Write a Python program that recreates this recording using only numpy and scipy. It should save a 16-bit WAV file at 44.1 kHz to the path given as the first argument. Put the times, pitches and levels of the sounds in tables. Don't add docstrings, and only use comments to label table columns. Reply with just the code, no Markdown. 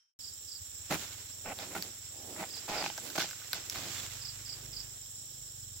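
import sys
import numpy as np
from scipy import signal
from scipy.fft import rfft, irfft, next_fast_len
from scipy.io import wavfile
from scipy.ndimage import uniform_filter1d

SR = 44100
rng = np.random.default_rng(int(sys.argv[2]) if len(sys.argv) > 2 else 0)


def bounce(signal):
    frames = np.transpose(np.atleast_2d(signal))
    limited = np.clip(frames, -1, 1)
    pcm = np.round(limited * 32767).astype(np.int16)
    wavfile.write(sys.argv[1], SR, pcm)


N = 255780

# hz, relative_density_db
SHUFFLE = [(100, -22.5), (200, 1), (350, 2.5), (800, -5.5), (1400, -18), (2500, -14)]


def amp(db):
    return 10 ** (np.asarray(db) / 20)


def evened(x):
    return x / np.sqrt(np.mean(x ** 2) + 1e-30)


def read(points, hz):
    f, value = np.transpose(points)
    return np.interp(np.log(hz + 1), np.log(f + 1), value)


def curve(rows, silent=None):
    s, *columns = np.transpose(rows)
    return [np.interp(np.arange(N) / SR, s, c, silent, silent) for c in columns]


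def sides(lr_db):
    return amp(np.array([[.5], [-.5]]) * lr_db)


def slow(seconds):
    size = round(seconds * SR)
    once = uniform_filter1d(rng.standard_normal(N), size)
    return evened(uniform_filter1d(once, size))


def band(x, hz, width):
    sos = signal.butter(1, [hz - width / 2, hz + width / 2], "bandpass", fs=SR, output="sos")
    return signal.sosfilt(np.vstack([sos, sos]), x)


def colour(x, spectrum):
    hz = abs(np.fft.fftfreq(4096, 1 / SR))
    log_gain = np.log(amp(np.maximum(read(spectrum, hz), -100)))
    phase = -signal.hilbert(log_gain).imag
    taps = np.fft.ifft(np.exp(log_gain + 1j * phase)).real[:2048]
    return signal.oaconvolve(x, taps / np.linalg.norm(taps))[:N]


def two_mics(first, second):
    # hz, likeness (0 to 1)
    same_table = [(60, .95), (300, 0.88), (700, 0.9), (1400, 0.4), (3000, 0.02), (16000, 0.025)]
    size = next_fast_len(N)
    same = np.clip(read(same_table, np.fft.rfftfreq(size, 1 / SR)), 0, 1)
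    right = irfft(same * rfft(first, size) + np.sqrt(1 - same ** 2) * rfft(second, size), size)
    return np.array([first, right[:N]])


def tail():
    # start_s, level_db
    fade = [(0, -78), (.105, -91), (.138, -105)]
    # centre_hz, width_hz, level_db under the fade
    tail_bands = [(5500, 540, 8), (4650, 7600, -2), (1510, 440, -12), (67, 130, -18)]
    # pitch_hz, amplitude_db under the fade
    tail_line = (3140, 0)
    line_hz, line_db = tail_line
    bands = sum(amp(db) * evened(band(rng.standard_normal((2, N)), hz, w)) for hz, w, db in tail_bands)
    line = amp(line_db) * np.sin(2 * np.pi * line_hz * np.arange(N) / SR)
    return (bands + line) * amp(curve(fade, -200)[0])


def chorus():
    # hz, relative_density_db
    air = [(20, -63), (45, -10), (130, -12.5), (214, -18), (450, -27), (1000, -26), (1650, -20.5),
           (2300, -24.5), (3100, -18.5), (3900, -12.5), (4600, -18), (5300, -32), (6400, -13.5), (7500, -6),
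           (8800, -37), (11400, -13.5), (16000, -61)]
    # centre_hz, width_hz, level_db before throb, left_right_db, throb_db per unit of throb
    cicadas = [(3290, 530, -69, -3, 3.5), (5570, 330, -58, -9, 0), (7480, 820, -49, -2, 1.3),
               (11380, 1400, -72, 12.5, 3.5), (15400, 3000, -57, -3, 1.5)]
    air_db, throb_hz = -56, 25
    hiss = [colour(rng.standard_normal(N), air) for _ in "lr"]
    out = amp(air_db) * sides(-8.0) * two_mics(*hiss)
    turns = np.cumsum(throb_hz * (1 + 0.0509 * slow(0.231))) / SR
    swell = np.cos(2 * np.pi * turns + .9 * slow(.1))
    throb = swell + .8 * np.cos(4 * 2 * np.pi * turns)
    waver_db = .8
    for hz, width, db, lr_db, throb_db in cicadas:
        choir = evened(band(rng.standard_normal((2, N)), hz, width))
        level_db = db + throb_db * throb + waver_db * slow(0.079)
        out = out + choir * sides(lr_db) * amp(level_db)
    return out


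def sweller():
    centre_hz, width_hz, level_db, left_right_db = 5190, 440, -64.5, -8
    swells_per_s, crest_s, depth_db = 7.0, 5.335, 5.5
    swell = np.cos(2 * np.pi * swells_per_s * (np.arange(N) / SR - crest_s))
    hiss = evened(band(rng.standard_normal((2, N)), centre_hz, width_hz))
    return hiss * sides(left_right_db) * amp(level_db + depth_db * swell)


def engine():
    # start_s, firings_per_s, level_db scaling all its orders
    running = [(0.19, 16.58, -65), (0.45, 13.03, -66), (0.62, 12.27, -61), (0.72, 16.72, -59),
               (0.85, 19.63, -58), (1.4, 21.6, -59), (1.8, 20.96, -59), (3.0, 22.91, -62),
               (3.4, 21.58, -62), (3.75, 21.44, -58), (3.95, 23.65, -54), (4.3, 23.58, -54),
               (4.45, 25.66, -56), (4.85, 25.28, -55), (5.0, 23.02, -60), (5.15, 23.42, -58),
               (5.3, 25.42, -61), (5.4, 25.57, -59), (5.55, 23.72, -57), (5.8, 21.47, -54)]
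    rate, level_db = curve(running)
    turns = np.cumsum(rate * (np.arange(N) >= .19 * SR)) / SR
    tone_hz = np.maximum(4.56 * rate, 82)
    drift = 1.3 + .4 * slow(.15)
    second_db = -11.5 + 2.0 * (rate - 22.5)
    second_phase = 2 * 2 * np.pi * turns + drift + 0.61
    thumps = amp(second_db + 2.5 * slow(0.096)) * np.cos(second_phase)
    for k in range(3, 11):
        shape_db = -45.0 * np.log2(k * rate / tone_hz) ** 2
        order_gain = amp(np.maximum(shape_db, -19.0) + 1.67 * slow(0.11))
        thumps += order_gain * np.cos(k * 2 * np.pi * turns + drift)
    weak = np.clip((16.5 - rate) / 5.3, 0, .6)
    thumps *= (1 + weak * np.cos(np.pi * turns)) * amp(level_db + 1.0 * slow(0.011))
    return two_mics(thumps, np.roll(thumps, 110)) * sides(-3.0)


def crackle(per_s, spread_db):
    happens = rng.random(N) < per_s / SR
    size = amp(spread_db * np.minimum(rng.exponential(1, N), 5)) * happens
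    smear = np.exp(-np.arange(40) / 5.5)
    return evened(signal.oaconvolve(size, smear)[:N] * rng.standard_normal((2, N)))


def fronds():
    # start_s, shuffle_db, rustle_db
    shaking = [(0.19, -72.5, -80), (0.86, -70, -57.5), (1.0, -52, -43), (1.15, -66, -49.5),
               (1.38, -67, -60), (1.56, -53, -55), (1.65, -56, -52), (1.672, -56, -50), (1.695, -51, -55),
               (1.8, -50, -51.5), (1.86, -51.5, -49.5), (1.93, -68, -55.5), (2.1, -67, -58),
               (2.3, -49.5, -58), (2.6, -60.5, -51), (2.95, -68, -50), (3.05, -46, -47.5), (3.3, -69, -50),
               (3.63, -64.5, -48.5), (3.86, -52, -44), (3.93, -61, -44), (3.98, -54, -41.5),
               (4.1, -64, -45.5), (4.3, -69, -54), (4.7, -59, -54), (4.95, -69.5, -58), (5.79, -68, -125)]
    # hz, relative_density_db
    leaf_colour = [(900, -7), (1550, -1.5), (2500, -1.5), (3600, 0.5), (5500, -2), (7500, 2.5),
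                   (9000, -12.5), (16000, -7)]
    low_db, high_db = curve(shaking)
    low_grains = crackle(per_s=3600, spread_db=-2.0)
    low = [colour(x * amp(low_db + 1.73 * slow(0.071)), SHUFFLE) for x in low_grains]
    high_grains = crackle(per_s=8000, spread_db=1.0)
    high = [colour(x * amp(high_db + 2.0 * slow(0.023)), leaf_colour) for x in high_grains]
    return two_mics(*low) * sides(-5.5) + two_mics(*high) * sides(-6.0)


def bird():
    # start_s, note_gap_s (start to start), level_db
    calls = [(0.195, 0.035, -47.5), (0.471, 0.035, -47.5), (2.494, 0.035, -45.5), (2.742, 0.026, -42.5),
             (4.208, .034, -44), (4.449, 0.033, -44.5), (4.721, 0.034, -43.5)]
    note_levels = [-4, 0.5, 0]
    u = np.linspace(0, 1, round(0.024 * SR))
    notes = np.zeros(N)
    for start, gap, db in calls:
        for k, note_db in enumerate(note_levels):
            hz = (5550 - 1200 * u) * (1 + .008 * rng.standard_normal())
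            quaver = amp(3 * evened(uniform_filter1d(rng.standard_normal(len(u)), size=50)))
            whistle = np.sin(2 * np.pi * np.cumsum(hz) / SR)
            note = evened(whistle * np.sin(np.pi * u) ** 0.58 * quaver)
            notes[round((start + k * gap) * SR):][:len(u)] += amp(db + note_db) * note
    age = np.arange(9000) / SR
    echoes = rng.standard_normal((2, len(age))) * amp(-60 * age / .15)
    echoes *= .8 / np.linalg.norm(echoes[0])
    echoes[:, [0, 480]] = [[.62, .4], [.35, -.2]]
    return signal.oaconvolve(notes[None], echoes, axes=1)[:, :N] * sides(-8.5)


def ringing(best_hz, stretch=1):
    # pitch_hz, level_db, t60_s
    modes = [(665, 3, 0.045), (805, 12, 0.024), (1338, 3, 0.03), (1510, 14, 0.026), (2100, 9, 0.045),
             (3050, 2, 0.04), (3520, 9, 0.05), (4150, 8, .02)]
    t, ring = np.arange(3000) / SR, 0
    for hz, db, t60 in modes:
        favour_db = -14 * abs(np.log2(hz / best_hz))
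        decay = amp(db + favour_db - 60 * t / t60)
        ring = ring + decay * np.sin(2 * np.pi * hz * stretch * t)
    return ring


def strokes():
    # start_s, rise_s, hold_s, release_s, wood_db, trunk_thud_db, fibre_crackle_db
    scrapes = [(0.893, 0.016, 0.042, 0.04, -38, -37, -39), (1.436, 0.022, 0.07, 0.023, -46, -65, -75),
               (1.568, 0.03, 0.024, 0.15, -48, -59, -47), (1.704, 0.01, 0.0055, 0.044, -50.5, -48, -66),
               (1.743, 0.0078, 0.03, 0.045, -48, -42, -49.5), (2.302, 0.1, 0.029, 0.055, -45, -48.5, -50.5),
               (2.681, 0.0048, 0.14, 0.02, -43, -51.5, -43), (2.822, 0.016, 0.026, 0.14, -56, -46, -40),
               (3.148, 0.0071, 0.0096, 0.015, -41.5, -51, -43),
               (3.168, 0.013, 0.0067, 0.0082, -43, -39, -34.5), (3.192, 0.0061, 0.023, 0.13, -49, -46, -34),
               (3.531, 0.0013, 0.0027, 0.01, -40.5, -71, -46), (3.537, 0.01, 0.038, 0.12, -53, -59.5, -45),
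               (3.741, 0.0082, 0.032, 0.13, -51, -51.5, -45.5),
               (3.78, 0.063, 0.065, 0.052, -59, -55.5, -47)]
    # hz, relative_density_db
    wood_colour = [(200, -8.5), (400, 0.5), (790, 7.5), (1100, 5), (1500, 2), (2600, 4), (3400, -9),
                   (6000, -19)]
    # hz, relative_density_db
    trunk_colour = [(40, -34), (110, -3), (180, 7.5), (250, -5), (330, 6.5), (600, -17)]
    # hz, relative_density_db
    edge_colour = [(1000, 7), (1800, 15), (3500, 22.5), (5500, 25), (7600, 15), (8600, -99), (12000, 14),
                   (16000, -51)]
    reach_db = 30.5
    wood, trunk, edge = np.zeros((3, N))
    for start, rise, hold, release, wood_db, thud_db, crackle_db in scrapes:
        corners = start + np.cumsum(np.abs([0, rise, hold, release]))
        force = amp(curve(np.c_[corners, [-reach_db, 0, 0, -reach_db]], -200)[0])
        wood = wood + force * amp(wood_db)
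        trunk = trunk + force * amp(thud_db)
        edge = edge + force * amp(crackle_db)
    ring = ringing(900)
    ring = amp(-5) * ring / np.linalg.norm(ring)
    out = []
    for clicks in crackle(per_s=7000, spread_db=-0.5):
        shaken = colour(wood * clicks, wood_colour)
        rung = signal.oaconvolve(wood * clicks, ring)[:N]
        thud = colour(trunk * clicks, trunk_colour)
        fibres = colour(edge * clicks, edge_colour)
        out.append(shaken + rung + thud + fibres)
    return two_mics(*out) * sides(-2.7)


def creaks():
    # start_s, length_s, first_slips_per_s, last_slips_per_s, slip_s (two samples are added), level_db
    creak_rows = [(1.459, 0.072, 183.5, 292.4, 0.00022, -56), (2.115, 0.23, 66.1, 73.5, 0.00095, -73.5),
                  (2.685, .14, 230.1, 128.6, 0.00013, -51)]
    # hz, relative_density_db
    stalk = [(200, -3), (550, 9), (800, 14), (1150, 2), (1550, 4), (2100, 11), (3100, 5), (5500, -6)]
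    slip_jitter = .12
    slips = np.zeros(N)
    for start, length, first, last, slip_s, db in creak_rows:
        u = np.linspace(0, 1, round(length * SR))
        jitter = evened(uniform_filter1d(rng.standard_normal(len(u)), size=200))
        rate = (first + (last - first) * u) * (1 + slip_jitter * jitter)
        train = np.diff(np.floor(np.cumsum(rate) / SR), prepend=0)
        train = np.convolve(train, np.hanning(round(slip_s * SR) + 2), "same")
        strain = np.sin(np.pi * u ** 1.3) ** .3
        slips[round(start * SR):][:len(u)] += amp(db) * evened(train) * strain
    body = colour(slips, stalk) + amp(-7.0) * colour(slips, SHUFFLE)
    ring = ringing(800)
    body = body + amp(-4) * signal.oaconvolve(slips, ring / np.linalg.norm(ring))[:N]
    return body * sides(-0.5)


def knocks():
    # start_s, tick_peak_db, tick_colour_hz, ring_peak_db, best_hz (the blow rings best near it)
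    blows = [(1.5885, -29, 4000, -38, 670), (1.7505, -31, 1400, -29, 840), (1.7629, -31, 1400, -29, 820),
             (1.8244, -22, 5000, -47, 1320), (2.362, -44, 1800, -40, 800), (2.4285, -37, 2100, -33, 780),
             (2.4375, -35, 2100, -31, 760), (2.5676, -35, 4300, -47, 550), (2.6805, -32, 4300, -34, 820),
             (2.8253, -30, 2200, -28, 850), (2.841, -26, 2800, -27, 840), (2.8617, -24, 2600, -25, 860),
             (2.9003, -31, 2800, -32, 820), (2.9784, -26, 5800, -35, 1550), (2.9815, -48, 2500, -34, 700),
             (3.1017, -31, 5400, -40, 1320), (3.1601, -24, 6800, -37, 650), (3.1789, -23, 5000, -26, 1540),
             (3.1816, -32, 3600, -23, 640), (3.1945, -23, 3700, -31, 1530), (3.2035, -22, 3600, -27, 1500),
             (3.2102, -24, 3500, -28, 1520), (3.2197, -23, 3700, -28, 1490), (3.243, -44, 2500, -34, 660),
             (3.2899, -33, 6300, -46, 1580), (3.304, -31, 6100, -47, 2140), (3.3108, -29, 4900, -38, 1520),
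             (3.331, -42, 7000, -41, 1520), (3.4185, -38, 6700, -43, 1430),
             (3.5316, -15.5, 4600, -28, 1530), (3.546, -28, 5400, -38, 2060), (3.5652, -33, 5200, -43, 740),
             (3.6985, -19, 5600, -45, 1990), (3.7535, -32, 5800, -45, 1500), (3.7574, -30, 4000, -38, 1250),
             (3.785, -33, 4500, -45, 1500), (3.967, -40, 4500, -38, 3520), (3.982, -44, 3500, -38, 3520),
             (4.0, -44, 3500, -39, 3520)]
    out, t = np.zeros((2, N + 3000)), np.arange(3000) / SR
    for s, tick_db, tick_hz, ring_db, best_hz in blows:
        shared, *own = rng.standard_normal((3, len(t)))
        own = np.array(own)
        burst = (shared + .5 * own) * amp(-60 * t * tick_hz / 25)
        burst += own * amp(-14 - 60 * t / 0.09)
        burst[:, 0] = 5
        top = min((tick_hz / 4400) ** 4, .7)
        tick = top * band(burst, 11000, 10000)
        tick += band(burst, tick_hz, tick_hz) + 2 * band(burst, tick_hz, .3 * tick_hz)
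        ring = ringing(best_hz, rng.uniform(.97, 1.03))
        ring = ring * np.minimum(t * best_hz, 1)
        sound = amp(tick_db) * tick / abs(tick.mean(0)).max() + amp(ring_db) * ring / abs(ring).max()
        out[:, round(s * SR):][:, :len(t)] += sound * sides(-2.0)
    return out[:, :N]


def scene():
    start_s, rise_s = .1895, 0.0013
    opening = np.clip((np.arange(N) / SR - start_s) / rise_s, 0, 1)
    far = chorus() + sweller() + engine() + bird()
    near = fronds() + strokes() + creaks() + knocks()
    return tail() + opening * (far + near)


def record(dry):
    low_pass = signal.firwin(511, 15900, window=("kaiser", 9), fs=SR)
    return signal.oaconvolve(dry, low_pass[None], "same")


dry = scene()
out = record(dry)
bounce(out)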